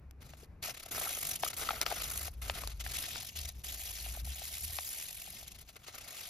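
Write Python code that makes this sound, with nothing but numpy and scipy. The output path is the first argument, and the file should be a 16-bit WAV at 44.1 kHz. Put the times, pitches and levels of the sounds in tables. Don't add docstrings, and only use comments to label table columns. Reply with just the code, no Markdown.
import sys
import numpy as np
from scipy import signal
from scipy.fft import rfft, irfft
from scipy.io import wavfile
from scipy.ndimage import uniform_filter1d

SR = 44100
rng = np.random.default_rng(int(sys.argv[2]) if len(sys.argv) > 2 else 0)


def output_pcm(signal):
    pcm = np.clip(np.atleast_2d(signal).T, -1, 1) * 32767
    wavfile.write(sys.argv[1], SR, np.round(pcm).astype(np.int16))


N = 277389

# t/s, level/dB
AIR_LEVEL = [(0, -57), (2.5, -55), (4.9, -62), (6.29, -64.5)]
# f/Hz, relative level/dB
AIR_TONE = [(12, -87), (20, -15), (92, -13), (132, -17), (310, -30), (2500, -46.5), (3200, -58),
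            (15000, -65)]
# t/s, level/dB, hum f/Hz
RUMBLE_PATH = [(0, -61, 62), (.13, -52.5, 65.2), (.8, -75, 72.3), (1.6, -62, 58.1), (2.07, -53, 50.94),
               (2.24, -48.5, 70.7), (2.42, -45, 57.74), (2.85, -47, 55.6), (3, -60, 69.9),
               (3.29, -65, 73.8), (3.41, -47.5, 70.2), (3.78, -54, 58.3), (4.1, -49, 59.5),
               (4.27, -38.5, 64), (4.42, -58.5, 67.5), (4.73, -48.5, 75.4), (4.95, -81, 55.3),
               (5.55, -58, 58.9), (6.1, -97, 62.4)]
# f/Hz, width/Hz, relative level/dB
PIPE_NOTES = [(458, 185, -15.5), (702, 230, -8.5), (1285, 288, -4.5), (2050, 340, -11.5),
              (3650, 1470, 16.5), (5700, 990, 0.5)]
# t/s, ring peak level/dB, favoured f/Hz, relative crack level/dB
PIPE_KNOCKS = [(0.11, -57, 7600, 9), (0.335, -48, 665, -1), (0.429, -45.5, 422, -35),
               (0.684, -36, 690, -22), (0.861, -39.5, 696, -16), (0.91, -45, 315, -11),
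               (0.979, -33, 695, -28), (1.013, -33, 710, -9), (1.062, -33.5, 886, -14),
               (1.072, -31.5, 1300, -30), (1.173, -38.5, 630, -4), (1.434, -23, 714, -7),
               (1.463, -30, 1265, -28), (1.532, -34, 2140, -12), (1.619, -40, 655, -26),
               (1.689, -19.5, 1298, -13.5), (1.706, -26, 792, -7), (1.731, -33.5, 714, -26),
               (1.8141, -14.5, 5640, -9), (1.863, -28.5, 1320, -0.5), (1.914, -26, 810, -11),
               (1.922, -26.5, 690, -25), (2.279, -34.5, 750, -8), (2.497, -33, 1000, 3.5),
               (2.635, -31.5, 1120, -15), (2.674, -33, 5900, 2.5), (2.863, -38.5, 750, 2),
               (3.157, -39.5, 871.3, 1.5), (4.062, -41, 730, -13), (4.15, -46, 900, -4),
               (4.171, -39, 698, -37), (4.272, -43.5, 746, -25), (4.417, -38.5, 727, -10),
               (4.786, -33, 755, 0), (5.275, -45, 743, -31), (5.426, -46.5, 700, -20),
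               (5.883, -46.5, 436, 3)]
# f/Hz, relative level/dB
GRIT_TONE = [(150, -20), (600, -17), (1500, -16), (2000, -8.5), (2600, -5), (4800, -5), (6500, 0),
             (8200, 1), (11500, 3.5), (13500, -2), (15800, -4.5)]
# t/s, relative body level/dB, relative treble level/dB
GRIP_LEVELS = [(0, 12, -6.5), (.7, 0.5, -7.5), (1.05, 8, -2.5), (1.35, -8, -2), (1.72, 12.5, -6.5),
               (2.2, 0.5, -3.5), (2.6, 8, -6.5), (3, -14, -7.5), (3.7, -55, -6), (4.15, -4, -6),
               (4.8, -76, -2), (5.8, 9, -8), (6.29, -8, -7.5)]
# start t/s, end t/s, strokes (rounded in use), first and last relative level/dB,
# dip between strokes/dB (hiss and body each take only a share of it)
RUB_BOUTS = [(0.208, 0.357, 3.6, -57, -57.5, 12.5), (0.371, 0.446, 0.68, -59, -61, -2),
             (0.627, 0.716, 4.5, -34, -37.5, 7.5), (0.734, 0.904, 6, -44, -47, 27),
             (0.912, 0.966, 2, -38.5, -38.5, 4), (0.955, 1.221, 14.2, -35.5, -41.5, 6.5),
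             (1.223, 1.37, 7, -35, -35.5, 18), (1.39, 1.462, 2.9, -46.5, -30, 19),
             (1.466, 1.522, 2, -32.5, -40.5, 25), (1.531, 1.551, 1, -38.5, -40, 13.5),
             (1.568, 1.804, 11, -38, -48, 0), (1.811, 1.846, 1, -33, -41.5, 24),
             (1.858, 2.282, 22, -38.5, -39.5, 9), (2.328, 2.36, 1, -53, -58, 20),
             (2.417, 2.528, 4, -41, -45.5, 9.5), (2.539, 2.689, 4.6, -38.5, -47, 11),
             (2.698, 2.729, 2.2, -44, -46.5, 11), (2.799, 2.828, 1, -36, -47, 16),
             (2.841, 2.928, 4.5, -40.5, -36, 12), (2.936, 3.303, 18.2, -32.5, -42.5, 12),
             (3.304, 3.349, 0.77, -56, -45.5, 17), (3.356, 3.468, 4.9, -35.5, -43.5, 14.5),
             (3.474, 3.501, 1.08, -36.5, -36, 15), (3.508, 3.619, 3, -60, -56.5, 7),
             (3.639, 3.758, 6, -38, -37, 7), (3.772, 4.211, 23, -39.5, -44, 5.5),
             (4.247, 5.063, 61, -43.5, -41.5, 5), (5.075, 5.445, 17.4, -42.5, -45.5, 10),
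             (5.464, 5.575, 2.75, -43.5, -51, 22.5), (5.581, 5.628, 1.74, -50.5, -47, 14),
             (5.676, 5.712, 1.23, -50, -50, 15), (5.759, 5.775, 0.95, -38.5, -49.5, 23),
             (5.819, 5.865, 0.92, -56.5, -58, 10), (5.868, 5.915, 1.1, -41.5, -50, 14),
             (5.935, 6.105, 5.5, -44.5, -44, 18), (6.099, 6.305, 10.3, -43, -41, 10)]
# f/Hz, phase/rad
MIC_LEAD = [(0, 0), (1800, .3), (3000, 1.2), (4900, 0), (6800, -1.5), (8300, -3.14), (12000, -6.28),
            (15800, -9.6)]
# f/Hz, level/dB
MIC_BALANCE = [(60, 2), (700, 2.5), (1300, 2), (2000, 0), (4190, 7), (9000, -0.5)]
# f/Hz, likeness from 0 to 1
MIC_LIKENESS = [(100, .995), (400, .8), (1400, .55), (2800, .7), (5500, .72), (9000, .91)]


def gain_of(db):
    return 10 ** (np.asarray(db) / 20)


def unit_level(x):
    return x / np.sqrt(np.mean(x ** 2, axis=-1, keepdims=True) + 1e-20)


def at_pitch(points, hz):
    f, value = np.transpose(points)
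    return np.interp(np.log(hz + 1), np.log(f + 1), value)


def over_time(rows):
    times, *columns = np.transpose(rows)
    return [np.interp(np.arange(N) / SR, times, column) for column in columns]


def colour(x, tone):
    return irfft(rfft(x) * gain_of(at_pitch(tone, np.fft.rfftfreq(N, 1 / SR))), N)


def resonate(x, hz, width_hz):
    spin = np.exp(2j * np.pi * np.cumsum(np.full(N, hz)) / SR)
    decay = np.exp(-np.pi * width_hz / SR)
    return 2 * (spin * signal.lfilter([1 - decay], [1, -decay], x / spin)).real


def wander(ms):
    span = int(ms * SR / 1000)
    return unit_level(uniform_filter1d(uniform_filter1d(rng.standard_normal(N), span), span))


def air():
    level_db = over_time(AIR_LEVEL)[0] + 2.38 * wander(ms=62)
    return gain_of(level_db) * unit_level(colour(rng.standard_normal((2, N)), AIR_TONE))


def rumble():
    level_db, hz = over_time(RUMBLE_PATH)
    phase = 2 * np.pi * np.cumsum(hz + 2.5 * wander(ms=40)) / SR
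    hum = unit_level(np.sin(phase)) * gain_of(1.5 * wander(ms=80))
    bass = rng.standard_normal((2, N))
    for _ in range(2):
        bass = resonate(bass, hz=53, width_hz=38)
    return gain_of(level_db) * (hum + gain_of(-3.5) * unit_level(bass))


def knocks():
    out, t = np.zeros((2, N)), np.arange(1500) / SR
    hz, width_hz, note_db = np.transpose(PIPE_NOTES)[:, :, None]
    for start_s, peak_db, pitch_hz, crack_db in PIPE_KNOCKS:
        octaves_off = abs(np.log2(hz / pitch_hz))
        bent_hz = hz * np.clip(pitch_hz / hz[octaves_off.argmin()], .7, 1.14)
        fades = gain_of(note_db - 16.8 * octaves_off) * np.exp(-np.pi * width_hz * t)
        ring = (fades * np.sin(2 * np.pi * bent_hz * t)).sum(0)
        rise_s = 0.0049 * gain_of(-.45 * crack_db) * min(1, 1400 / pitch_hz)
        ring *= (1 - np.exp(-t / rise_s)) ** 2
        band = signal.butter(2, [650, 1670 + 2 * min(pitch_hz, 6000)], "bandpass", fs=SR)
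        burst = t / 0.0007 * np.exp(-t / 0.0012 * max(1, pitch_hz / 3000))
        crack = signal.lfilter(*band, rng.standard_normal((2, len(t)))) * burst * gain_of(crack_db + 14.5)
        part = out[:, round(start_s * SR):][:, :len(t)]
        part += gain_of(peak_db) * (ring / abs(ring).max() * [[1], [-.3]] + crack)
    return out


def hand():
    rise_db_per_s, fall_db_per_s = 4000, 914
    t = np.arange(N) / SR
    level_db = np.where(t > 0.67, -62.5 + 4 * wander(ms=140), -95.)
    strokes, dip_db = np.zeros(N), np.zeros(N)
    drift = .04 * wander(ms=48)
    for start, end, count, first_db, last_db, bout_dip_db in RUB_BOUTS:
        progress = (t - start) / (end - start)
        bout_db = first_db + (last_db - first_db) * progress.clip(0, 1)
        bout_db -= rise_db_per_s * (start - t).clip(0) + fall_db_per_s * (t - end).clip(0)
        dip_db = np.where(bout_db > level_db, bout_dip_db, dip_db)
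        level_db = np.maximum(bout_db, level_db)
        count = np.ceil(count - .5)
        beat = count * progress + drift * np.sqrt(count) * np.sin(np.pi * progress)
        strokes = np.where((t > start) & (t <= end), beat, strokes)
    return level_db, strokes, dip_db


def uneven_bite(x, depth_db=2.5):
    slices = signal.stft(x, nperseg=256)[2]
    patches = rng.standard_normal(slices.shape[:0:-1])
    for axis in (0, 1):
        patches = uniform_filter1d(patches, size=5, axis=axis)
    return signal.istft(slices * gain_of(depth_db * patches.T / patches.std()), nperseg=256)[1][:, :N]


def rubbing():
    level_db, strokes, dip_db = hand()
    body_db, treble_db = over_time(GRIP_LEVELS)
    skew = 0.92
    easing = dip_db * np.cos(np.pi * (strokes % 1) ** skew) ** 2 + 2.6 * wander(ms=4)
    easing += np.minimum(dip_db, 0.5) * (strokes % 2 > 1)
    grains = gain_of(2.46 * np.minimum(rng.exponential(1, N), 6))
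    grit = unit_level(grains * rng.standard_normal((2, N)))
    hiss = uneven_bite(colour(grit, GRIT_TONE))
    coarse = signal.lfilter(*signal.butter(2, 6000, fs=SR), hiss)
    treble = (hiss - coarse) * gain_of(treble_db - 0.79 * easing)
    coarse *= gain_of(1.3 * wander(ms=30) - 0.5 * easing)
    shaking = grit * gain_of(level_db + body_db + 4.9 * np.minimum(wander(ms=6.6), 1) - 0.39 * easing)
    body = sum(gain_of(db) * resonate(shaking, hz, width) for hz, width, db in PIPE_NOTES[:4])
    murmur = grit * gain_of(level_db - 12 + 7.1 * np.minimum(wander(ms=6.7), 2.1))
    for _ in range(2):
        murmur = resonate(murmur, hz=PIPE_NOTES[1][0], width_hz=226)
    return gain_of(level_db + 5.5) * (coarse + treble) + gain_of(0.5) * body + murmur


def scene():
    direct, scattered = rfft(rubbing() + knocks() + rumble() + air())
    hz = np.fft.rfftfreq(N, 1 / SR)
    likeness = at_pitch(MIC_LIKENESS, hz)
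    blend = likeness * direct + np.sqrt(1 - likeness ** 2) * scattered
    lead = np.interp(hz, *np.transpose(MIC_LEAD))
    tilt = np.exp(.5j * lead) * gain_of(at_pitch(MIC_BALANCE, hz) / 2)
    return irfft([direct * tilt, blend / tilt], N)


def record(dry):
    low_pass = signal.firwin(511, cutoff=15750, window=("kaiser", 9), fs=SR)
    return signal.oaconvolve(dry, low_pass[None], "same")


dry = scene()
out = record(dry)
output_pcm(out)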